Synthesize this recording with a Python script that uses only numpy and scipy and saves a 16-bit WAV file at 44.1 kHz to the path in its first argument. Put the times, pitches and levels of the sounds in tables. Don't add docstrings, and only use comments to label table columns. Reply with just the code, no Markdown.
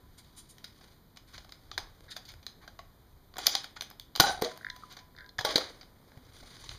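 import sys
import numpy as np
from scipy import signal
from scipy.fft import rfft, irfft
from scipy.io import wavfile
from scipy.ndimage import uniform_filter1d

SR = 44100
rng = np.random.default_rng(int(sys.argv[2]) if len(sys.argv) > 2 else 0)


def file_out(sig):
    cols = np.atleast_2d(sig).T
    lim = np.clip(cols, -1, 1)
    pcm = np.round(lim * 32767).astype(np.int16)
    wavfile.write(sys.argv[1], SR, pcm)


def magnitude_from_level(level_db):
    exponent = np.asarray(level_db, float) / 20
    return 10 ** exponent


N = 298998

# (pitch_hz, level_db, t60_s)
WALLS = (2480, 6760, 7.7), [(4060, 3.5, 0.0039), (4440, -4.5, 0.02), (4725, 3, 0.017), (5123, 1.5, 0.013),
         (6160, -3.5, 0.0019), (6870, -0.5, 0.0019)]
CAVITY = (170, 920, 0), [(452, -10, 0.014), (680, -3, 0.082), (742.4, 9.5, 0.055), (822, 7, 0.018),
          (867, 2, 0.0089)]
PANEL = (1117, 2590, 1.9), [(1127, 1, 0.0092), (1493, -12, 0.041), (1615, -4.5, 0.0092),
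         (1910, -10, 0.0075), (2150, -0.5, 0.0041)]
EDGE = (9950, 15100, 0), [(9260, -2.5, 0.0014)]
SKIN = (8000, 16500, -1.5), [(9820, 0, 0.0019)]
FINGER = (5600, 13000, 2), [(9700, -1, 0.002)]


def rms_one(x):
    return x / np.sqrt(np.mean(x ** 2) + 1e-20)


def at_hz(points, hz):
    points_hz, values = np.transpose(points)
    return np.interp(np.log(hz), np.log(points_hz), values)


def over_time(points):
    return np.interp(np.arange(N) / SR, *np.transpose(points))


def drift(rate_hz):
    r = np.exp(-2 * np.pi * rate_hz / SR)
    settled = signal.lfilter([1], [1, -2 * r, r * r], rng.standard_normal(N + SR))[SR:]
    return rms_one(settled)


def band(x, low_hz, high_hz):
    sos = signal.butter(3, [low_hz, min(high_hz, .45 * SR)], "band", fs=SR, output="sos")
    return signal.sosfilt(sos, x)


def ring(x, hz, t60_s):
    r = magnitude_from_level(-60 / (t60_s * SR))
    w = 2 * np.pi * hz / SR
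    gain = np.sin(w) * np.sqrt(2 * (1 - r * r))
    return signal.lfilter([0, gain], [1, -2 * r * np.cos(w), r * r], x)


def shell_part(force, part, spread_db):
    (low_hz, high_hz, crack_db), modes = part
    chance = rng.standard_normal((len(force), len(modes)))
    out = magnitude_from_level(crack_db) * np.sqrt(SR / 2 / (high_hz - low_hz)) * force
    for k, (hz, level_db, t60_s) in enumerate(modes):
        out = out + magnitude_from_level(level_db + spread_db * chance[:, [k]]) * ring(force, hz, t60_s)
    return band(out, low_hz, high_hz)


def spread_out(sound):
    power = uniform_filter1d(np.abs(rfft(sound)) ** 2, size=48, axis=1)
    return np.roll(irfft(np.sqrt(np.abs(power))), shift=200, axis=1)


def knocks(rows, parts, swell):
    rows = np.array(rows)
    t = np.arange(6000) / SR
    age = t * 1000 / np.clip(rows[:, -1:], .3, 30)
    force = rng.standard_normal(age.shape)
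    if swell:
        uneven = magnitude_from_level(1.5 * rng.exponential(1, age.shape))
        force = force * uneven * age ** 2 * np.exp(-age ** 2 / 2)
    else:
        force = force * np.exp(-age) * (1 - np.exp(-t / 0.0004))
    force = force + 1e-18
    sound = 0
    for k, part in enumerate(parts):
        rung = shell_part(force, part, spread_db=2.5)
        peak = np.abs(rung).max(axis=1, keepdims=True)
        sound = sound + magnitude_from_level(rows[:, [k + 1]]) * rung / peak
    to_room = sound if swell else spread_out(sound)
    out = np.zeros((2, N + len(t)))
    for start_s, *pair in zip(rows[:, 0], sound, to_room):
        i = round(start_s * SR)
        out[:, i:i + len(t)] += pair
    return out[:, :N]


def by_part(rows, panel_share, panel_db):
    start_s, db, weight_db, sharp_db, ms = np.transpose(rows)
    panel = db + panel_share * weight_db + panel_db
    return np.transpose([start_s, db, db + weight_db, panel, db + sharp_db, ms])


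def background():
    # pitch_hz, level_db per Hz
    quiet = [(12, -41.5), (20, -2.5), (60, -5.5), (86, -6), (142, -9.5), (293, -15), (499, -22), (976, -24),
             (2670, -33.5), (3950, -29), (5530, -37.5), (13500, -40.5), (16000, -51)]
    # time_s, rumble_db
    sway = [(0.0, -63), (0.15, -62.5), (0.28, -65), (0.91, -65), (1.79, -62), (1.94, -64.5), (2.19, -65),
            (2.98, -63), (3.12, -63.5), (4.17, -62.5), (4.36, -56), (4.55, -63), (4.7, -66), (5.19, -64),
            (5.51, -58), (5.85, -65.5), (6.16, -64), (6.78, -58.5)]
    # time_s, level_db
    whine_db = [(0, -75), (1, -82), (1.3, -89.5), (4.3, -81), (4.5, -62), (5.3, -70), (5.42, -80),
                (5.701, -81), (6.78, -85)]
    # time_s, level_db
    hum_db = [(0, -90), (5.7, -90), (5.95, -71), (6.6, -70), (6.78, -75)]
    hz = np.maximum(np.fft.rfftfreq(N, 1 / SR), 1)
    noise = rms_one(irfft(rfft(rng.standard_normal(N)) * magnitude_from_level(at_hz(quiet, hz)), N))
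    rumble = band(noise, 12, 180)
    lumps = magnitude_from_level(over_time(sway) + 63.5 + 2.9 * drift(4))
    hiss = magnitude_from_level(-75) * rms_one(band(rng.standard_normal(N), 11000, 15000))
    whine = magnitude_from_level(over_time(whine_db)) * rms_one(ring(rng.standard_normal(N), hz=1004, t60_s=0.45))
    hum = magnitude_from_level(over_time(hum_db)) * rms_one(ring(rng.standard_normal(N), hz=252, t60_s=0.3))
    return magnitude_from_level(-59.5) * (noise + rumble * (lumps - 1)) + whine + hum + hiss


def bedroom(x):
    # pitch_hz, t60_s
    decay = [(150, 0.13), (600, 0.34), (2000, 0.39), (5000, 0.26), (10000, 0.25), (15000, 0.11)]
    t = np.arange(SR // 2) / SR
    edges_hz = 120 * 2 ** np.arange(0, 7.5, .5)
    echoes = np.zeros(len(t))
    for low_hz, high_hz in zip(edges_hz, edges_hz[1:]):
        t60_s = at_hz(decay, np.sqrt(low_hz * high_hz))
        echoes += band(rng.standard_normal(len(t)), low_hz, high_hz) * magnitude_from_level(-60 * t / t60_s)
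    echoes = echoes * np.clip((t - .001) / 0.0054, 0, 1)
    return signal.fftconvolve(x, echoes / np.sqrt(np.sum(echoes ** 2)))[:N]


def thumps():
    # start_s, peak_db, pitch_hz
    pushes = [(1.829, -40, 33), (3.847, -65, 101.5), (4.198, -15, 135), (4.2, -31, 270), (4.42, -26, 202),
              (5.39, -31, 115.4), (5.445, -38, 79.2), (5.556, -30, 192), (6.172, -35, 117.6),
              (6.431, -43, 31.8), (6.719, -38, 88)]
    t = np.arange(4096) / SR
    out = np.zeros(N + len(t))
    for start_s, peak_db, hz in pushes:
        i = round(start_s * SR)
        out[i:i + len(t)] += magnitude_from_level(peak_db - 4) * np.sin(2 * np.pi * hz * t) * np.exp(-t * hz / 0.9)
    return out[:N]


def rub_gains(db, weight_db, skin_db):
    panel_db = db + 0.31 * weight_db - 2.5
    return magnitude_from_level(np.array([db, db + weight_db, panel_db, 0.66 * db + skin_db]))


def rubbing():
    # time_s, pressure_db of the walls, weight_db
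    grip = [(0, -77.5, 5), (.35, -66, -20), (.56, -69.5, -16), (.92, -64.5, -5), (1.2, -118, 11),
            (1.35, -52.5, -25), (1.45, -72, -4), (1.85, -70, 1), (2.19, -70, -2), (2.32, -69, -3),
            (2.43, -81, 7), (2.68, -77, 8), (2.95, -80, -4), (4.13, -93, 14), (4.86, -63, -9.5),
            (5.26, -94.5, 22), (6.3, -66.5, -1.5), (6.78, -53.5, -10.5)]
    # start_s, length_s, walls_db, weight_db, release_t60_s
    drags = [
        (3.386, 0.16, -42, -13.5, 0.11),
        (3.514, 0.0087, -55, -4.5, .6),
        (4.208, 0.064, -31.5, -15.5, 0.29),
        (4.413, 0.03, -42, 0.1, 0.35),
        (5.445, 0.075, -37, -10, 0.1),
        (5.538, 0.065, -41, -4.5, 0.42),
        (6.331, 0.33, -62.5, -26, 0.5),
    ]
    # low_hz, high_hz, bare_crack_db, then modes pitch_hz, level_db, t60_s
    palm = (240, 710, 0), [(496, -9, 0.011)]
    t = np.arange(N) / SR
    time_s, pressure_db, grip_weight_db = np.transpose(grip)
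    gains = rub_gains(np.interp(t, time_s, pressure_db), np.interp(t, time_s, grip_weight_db), skin_db=-32.5)
    shake = magnitude_from_level(-3.5) * gains[0] * rms_one(band(rng.standard_normal(N), 15, 140))
    for start_s, length_s, db, weight_db, t60_s in drags:
        late = t - start_s - length_s
        swell_db = np.where(late < 0, 6.5 * late / length_s, -60 * late / t60_s).clip(-200, 0)
        gains = gains + (t > start_s) * rub_gains(db + swell_db, weight_db, skin_db=-33.5)
    clumps_db = 2.7 * rng.exponential(1, N) + 2.2 * drift(63) + 0.49 * drift(5.3)
    slips = rng.standard_normal(N) * magnitude_from_level(clumps_db)
    out = shake
    for part, gain in zip([WALLS, palm, PANEL, SKIN], gains):
        out = out + gain * rms_one(shell_part(slips[None], part, spread_db=0)[0])
    return out


def skin_strokes():
    # start_s, walls_peak_db, weight_db, sharpness_db, swell_ms
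    strokes = [(.17, -45, -30, -0.5, 13), (.24, -52, -29, -19, 6.3), (.355, -43, -35, 3, 21.8),
               (.48, -49.5, -38, 4, 17), (1.26, -50.5, -19, -9, 20), (1.325, -43, -14, -20, 15.4),
               (2.098, -36, -34, -5, 12.4), (2.148, -43, -20, -12, 14), (1.158, -49, -24, -8, 3.7),
               (2.27, -41, -23, -12, 17), (2.6, -53, -5, -12, 22.4), (3.757, -36.5, -12, -12.5, 7.7),
               (3.49, -42, -26, -10, 34), (4.89, -42.5, -16, -11.5, 19.7)]
    rows = by_part(strokes, panel_share=0.53, panel_db=3.9)
    return knocks(rows, [WALLS, CAVITY, PANEL, FINGER], swell=True)


def slide_rails():
    # low_hz, high_hz, bare_crack_db, then modes pitch_hz, level_db, t60_s
    rails = [
        ((3000, 5200, -8), [(3420, 3, .012), (3800, -3, .01), (4800, 0, .01)]),
        ((5600, 7600, -6), [(5950, 3, .012), (6500, -2, .008), (7100, -4, .006)]),
    ]
    # start_s, low_rail_peak_db, high_rail_db, swell_ms
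    runs = [
        (3.41, -46, -45, 14),
        (3.433, -40, -45, 10),
        (3.478, -29, -32, 11),
        (3.5, -30, -30, 10),
        (3.518, -34, -35, 9.3),
        (3.565, -39, -46, 12),
        (4.208, -40, -25, 14),
        (4.24, -40, -31, 25),
        (1.72, -44, -55, 12),
    ]
    # start_s, low_rail_db, high_rail_db, edge_db, contact_ms
    small_ticks = [(3.3823, -32, -32, -40, 1.7), (3.4168, -45, -45, -50, 1.5), (3.4377, -40, -44, -52, 1.5),
                   (3.4462, -40, -42, -52, 1.5), (3.4672, -30, -22, -24, 2), (4.2005, -30, -11, -32, 1.5),
                   (2.252, -44, -50, -55, 1.5), (6.2492, -55, -60, -62, 3), (6.333, -59, -57, -56, 3),
                   (6.3655, -48, -54, -58, 3), (6.385, -58, -57, -52, 5), (6.4647, -51, -58, -60, 3),
                   (6.5056, -50, -58, -62, 3), (6.545, -60, -54, -62, 3), (6.608, -54, -54, -49, 7),
                   (6.6413, -56, -44, -60, 3), (6.683, -58, -56, -52, 3)]
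    # start_s, peak_db, swell_ms
    hisses = [
        (4.215, -36, 20),
        (4.275, -39, 28),
        (6.32, -60, 30),
        (6.44, -60, 30),
        (6.57, -60, 28),
        (6.69, -52, 25),
    ]
    out = knocks(runs, rails, swell=True)
    out = out + knocks(small_ticks, [*rails, FINGER], swell=False)
    return out + knocks(hisses, [SKIN], swell=True)


def magazine_catch():
    # (the first, at 1.78 s, is a handling knock through the same parts)
    releases = [(1.7776, -21.5, -21.5), (4.61, -58, -40.5), (4.6294, -69, -43.5), (4.646, -40.5, -26),
                (4.6659, -45, -25), (4.686, -58, -37), (4.7, -28, -31), (5.1488, -60.5, -51.5),
                (5.164, -45, -50), (5.1764, -52, -43.5), (5.1853, -40, -39.5), (5.198, -55, -46),
                (5.2065, -44, -42), (5.2428, -55, -46), (5.2617, -45.5, -48), (5.2907, -38.5, -53)]
    # start_s, pawl_peak_db, tongue_db, swell_ms
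    slips = [
        (2.076, -48, -49, 10),
        (2.1, -36.5, -45.5, 14),
        (5.165, -58, -44.5, 35),
    ]
    # low_hz, high_hz, bare_crack_db, then modes pitch_hz, level_db, t60_s
    pawl = (3600, 6000, 3.5), [(3695, 3.5, 0.033), (4090, 2, 0.0061), (4830, 2.5, 0.003)]
    tongue = (1390, 2450, -4), [(1650, -1.5, 0.0092), (1920, 2.2, 0.0063)]
    contact_ms = 1.48
    ticks = knocks([(*row, contact_ms) for row in releases], [pawl, tongue], swell=False)
    return ticks + knocks(slips, [pawl, tongue], swell=True)


def ringing_notes():
    # start_s, peak_db, pitch_hz, t60_s
    tones = [(1.715, -38, 1190, .03), (2.165, -42, 735, 0.09), (2.678, -42, 1600, 0.045),
             (2.791, -38, 680, 0.048), (2.791, -38.5, 1110, 0.053), (3.389, -35.5, 710, 0.032),
             (3.551, -28, 790, 0.053), (3.459, -29.5, 3500, .015), (3.643, -32, 4550, .015),
             (3.643, -37, 1500, 0.021), (3.552, -24, 2480, 0.017), (4.199, -17, 890, .03),
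             (4.42, -25, 702, 0.038), (4.422, -25.5, 440, 0.068), (4.42, -28.5, 285, .04),
             (5.387, -33, 930, 0.034), (5.41, -33, 960, .03), (5.41, -36, 780, .03),
             (5.449, -17.5, 598, .03), (5.449, -22, 850, .035), (5.557, -19, 467, .04),
             (5.557, -22.5, 312, 0.048), (5.577, -23.5, 485, 0.043), (6.64, -53, 910, .04),
             (4.421, -24, 720, .045), (4.587, -46, 1600, .015), (4.824, -46, 1320, .03),
             (5.291, -43, 4150, .03), (5.245, -50, 1620, .15), (4.436, -31, 480, .25), (4.45, -32, 640, .2),
             (4.47, -37, 730, .1), (4.43, -36, 380, .2), (5.462, -34, 1130, .2), (5.478, -29, 620, .05),
             (5.466, -30, 820, .1), (5.503, -29, 600, .05), (5.507, -32, 1150, .04),
             (5.578, -30, 1030, .03), (5.597, -30, 530, .06), (5.61, -35, 1280, .05),
             (5.558, -28, 1050, .02), (3.764, -39.5, 1300, 0.032), (4.199, -14, 1448, 0.071),
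             (4.835, -33, 1214, 0.029), (5.388, -13.5, 1723, 0.012), (3.4678, -5, 5450, 0.018),
             (3.4673, -8.5, 5970, 0.015), (5.557, -13, 4020, .02), (4.2, -5, 4890, 0.017)]
    t = np.arange(6000) / SR
    build = 1 - np.exp(-t / 0.00071)
    out = np.zeros(N)
    for start_s, peak_db, hz, t60_s in tones:
        i = round(start_s * SR)
        out[i:i + len(t)] += magnitude_from_level(peak_db - 60 * t / t60_s) * np.sin(2 * np.pi * hz * t) * build
    return out


def wood_bumps():
    # start_s, top_peak_db, weight_db, sharpness_db, contact_ms
    bumps = [
        (4.4148, -38.5, 0, -1, 6.6),
        (4.4204, -19, -6, -8, 2.8),
        (4.4458, -20, -27, -22, 3.1),
        (5.409, -26.5, -13, -15, 3.9),
        (5.4486, -15, -13, -14.5, 7.6),
        (5.4889, -26.5, -9, -35, 3.7),
        (5.5071, -26, -10, -15, 6.9),
        (5.533, -38, 3, -22, 3.2),
        (5.5573, -8.5, -19, -15.5, 6),
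        (5.5791, -18, -7, -13.5, 3.7),
    ]
    # low_hz, high_hz, bare_crack_db, then modes pitch_hz, level_db, t60_s
    top = (3220, 6010, 5.8), [(3390, -3, 0.0078), (4140, -1.7, 0.013), (4700, 1, 0.0035)]
    wood = (263, 1160, 1.96), [(323, -13, 0.053), (449, 2.5, 0.2), (548, 9, 0.072), (627, 14.5, 0.015),
            (820, 3, 0.027)]
    rows = by_part(bumps, panel_share=0.45, panel_db=-4)
    return knocks(rows, [top, wood, PANEL, EDGE], swell=False)


def spring():
    # start_s, level_db, pitch share of the modes, pitch share of the second order
    slaps = [(4.206, -19, 1.04, .98), (4.221, -21, 1.01, .98), (4.237, -18, 1.02, 1.0),
             (4.246, -21, 1.01, 1.0), (4.262, -24, .98, 1.03), (4.271, -24, 0.99, 1.05),
             (4.281, -25, 1.03, 1.04), (4.294, -24.5, 0.97, 1.03), (4.305, -28, .97, 1.01),
             (4.33, -36.5, 1.04, 1.02), (4.345, -36, .96, 1.05), (4.375, -41.5, .96, 1.0),
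             (4.39, -42.5, .96, 1.0)]
    # pitch_hz, level_db, t60_s
    tube = [(690, -10, .04), (758, 5, 0.07), (804, 4, 0.07), (880, -7.5, 0.04), (1180, -9.5, 0.04),
            (1250, -10.5, .03), (1468, 2.5, 0.05), (4017, 1.5, .025), (4740, -6.5, .025), (4920, -6, .025),
            (4970, -8.5, 0.02)]
    upper_from_hz = 1350
    t = np.arange(4096) / SR
    out = np.zeros(N)
    for start_s, db, low_share, upper_share in slaps:
        i = round(start_s * SR)
        puffs = np.exp(-t / 0.0037) * rng.standard_normal((len(tube), len(t))) + 1e-18
        for puff, (hz, mode_db, t60_s) in zip(puffs, tube):
            second_order = upper_from_hz < hz < 2 * upper_from_hz
            rung = ring(puff, hz * (upper_share if second_order else low_share), t60_s)
            out[i:i + len(t)] += magnitude_from_level(db + mode_db - 6.5) * rung / np.abs(rung).max()
    return out


def shell_knocks():
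    # start_s, walls_peak_db, weight_db (cavity against walls), sharpness_db (edge against walls), contact_ms
    handling = [(0.5821, -42.5, -16, -9, 1.8), (0.6419, -29.5, -25.5, -14, 5.5),
                (0.8094, -52, -4.5, -12, 8.9), (1.1707, -36.5, -20.5, -17, 3.7),
                (1.3379, -43, -19, -11, 13), (1.3788, -35.5, -14, -22, 4.3), (1.4456, -46.5, -7.5, -10, 4),
                (1.4915, -42.5, -14, -23, 2.4), (1.5214, -34, -20, -14, 2.2), (1.7145, -29, -19, -40, 1.8),
                (1.7774, -25, -10.5, -12.5, 6.2), (2.164, -29, -18, -13, 6.2), (2.2553, -46, -30, -7, 10),
                (2.2887, -36, -34, -11, 1.7), (2.3186, -40, -26, -10, 1.9), (2.3381, -43, -12, -12, 1.8),
                (2.4274, -48, -18, -16, 7.2), (2.4653, -26, -25, -13, 2), (2.6764, -39.5, -8.5, -16, 5.6),
                (2.7901, -37.5, -11.5, -19, 4.3)]
    cocking = [(3.3388, -41, -14.5, -33, 1.9), (3.357, -45.5, 0, -23, 4.7), (3.3673, -32.5, -8.5, -13, 2.1),
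               (3.3822, -46.5, 15, 12.5, 4.4), (3.3885, -28, -14.5, -24, 1.3), (3.4583, -29, -11, -8, 7.5),
               (3.4676, -4, -34, -8.5, 2.4), (3.478, -37, 9.5, -10, 1.2), (3.5511, -10.5, -28.5, -20.5, 2),
               (3.6357, -40, -17, -7, 1.4), (3.6422, -29, -18.5, -14, 3.5), (3.8086, -21, -27.5, -14, 1.9),
               (3.82, -28, -15.5, -11, 2.4), (3.828, -50.5, -17, 10, 2.1), (3.901, -43, -14, 5, 2),
               (3.9105, -43, -4.5, -23, 3.9), (3.9973, -29.5, -33.5, -7.5, 1.04)]
    shot = [
        (4.1526, -25, -18.5, -23, 1.6),
        (4.160, -17.5, -20, -14, 2.6),
        (4.174, -29, -13, -14, 2.1),
        (4.1978, -11.5, -2.5, -13.5, 0.99),
        (4.1998, -1.5, -13.5, -10.5, 1.3),
        (4.2052, -2.5, -15.5, -3, 1.5),
        (4.212, -20, -1.5, -14.5, 1.8),
        (4.221, -20.5, -7.5, -12, 1.2),
        (4.238, -27, 4, -16, 1.6),
    ]
    reloading = [(4.5747, -38, -13, -2, 1.1), (4.7617, -38.5, -17, -10.5, 4), (4.9244, -43.5, -24, -4, 2.9),
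                 (4.967, -37, -13, -16, 6.1), (4.988, -42, -12, -27, 7.3), (5.3831, -27, -21, -30, 2.8),
                 (5.389, -21, -13.5, -18.5, 6.3), (5.8106, -38.5, -19, -33, 4.9),
                 (5.83, -43.5, -10, -31.5, 2.4), (6.1178, -53, 1, -20.5, 2.9), (6.1737, -51, -3, -8, 2.2),
                 (6.4266, -61, 11.5, -1, 2.9), (6.6461, -44, -32, -17, 1.5),
                 (6.6917, -25.5, -32, -40, 0.98), (6.7131, -39, -10, -18, 3.3)]
    loose = by_part(handling + cocking + reloading, panel_share=0.56, panel_db=1.7)
    gripped = by_part(shot, panel_share=0.48, panel_db=-4)
    return knocks([*loose, *gripped], [WALLS, CAVITY, PANEL, EDGE], swell=False)


def to_mic_and_room(sound, room_db):
    return sound * magnitude_from_level(np.array([[0], [room_db]]))


def scene():
    pair = shell_knocks() + skin_strokes() + wood_bumps() + slide_rails()
    pair = pair + to_mic_and_room(magazine_catch() + ringing_notes(), room_db=-6)
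    pair = pair + to_mic_and_room(spring(), room_db=-10)
    direct, feed = pair
    return (direct + magnitude_from_level(-10.5) * bedroom(feed) + rubbing() + thumps() + background())[None]


def housing(x):
    # pitch_hz, width_hz, depth_db
    notches = [(2710, 696, -25), (5480, 410, -12), (7940, 1070, -24), (11040, 910, -28)]
    for hz, width_hz, depth_db in notches:
        middle = -2 * np.cos(2 * np.pi * hz / SR)
        a = np.pi * width_hz / SR
        depth = a * magnitude_from_level(depth_db)
        x = signal.lfilter([1 + depth, middle, 1 - depth], [1 + a, middle, 1 - a], x)
    return signal.sosfilt(signal.cheby2(10, 22.5, 15250 + 250, fs=SR, output="sos"), x)


def gain_control(x):
    threshold_db, share, attack_s, release_db_per_s = -21, 0.3, 0.0092, 116.5
    level_db = 10 * np.log10(uniform_filter1d(x ** 2, size=64) + 1e-12)
    over_db = np.maximum(level_db - threshold_db, 0)
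    climb_db = release_db_per_s * np.arange(N) / SR
    held_db = np.maximum(np.maximum.accumulate(over_db + climb_db, axis=1) - climb_db, 0)
    r = np.exp(-1 / (attack_s * SR))
    return x * magnitude_from_level(-share * signal.lfilter([1 - r], [1, -r], held_db))


def top_cut(x):
    return signal.sosfilt(signal.butter(12, 16640, fs=SR, output="sos"), x)


def record(dry):
    mix = np.clip(gain_control(housing(dry)), -1, 1)
    return top_cut(mix)


dry = scene()
out = record(dry)
file_out(out)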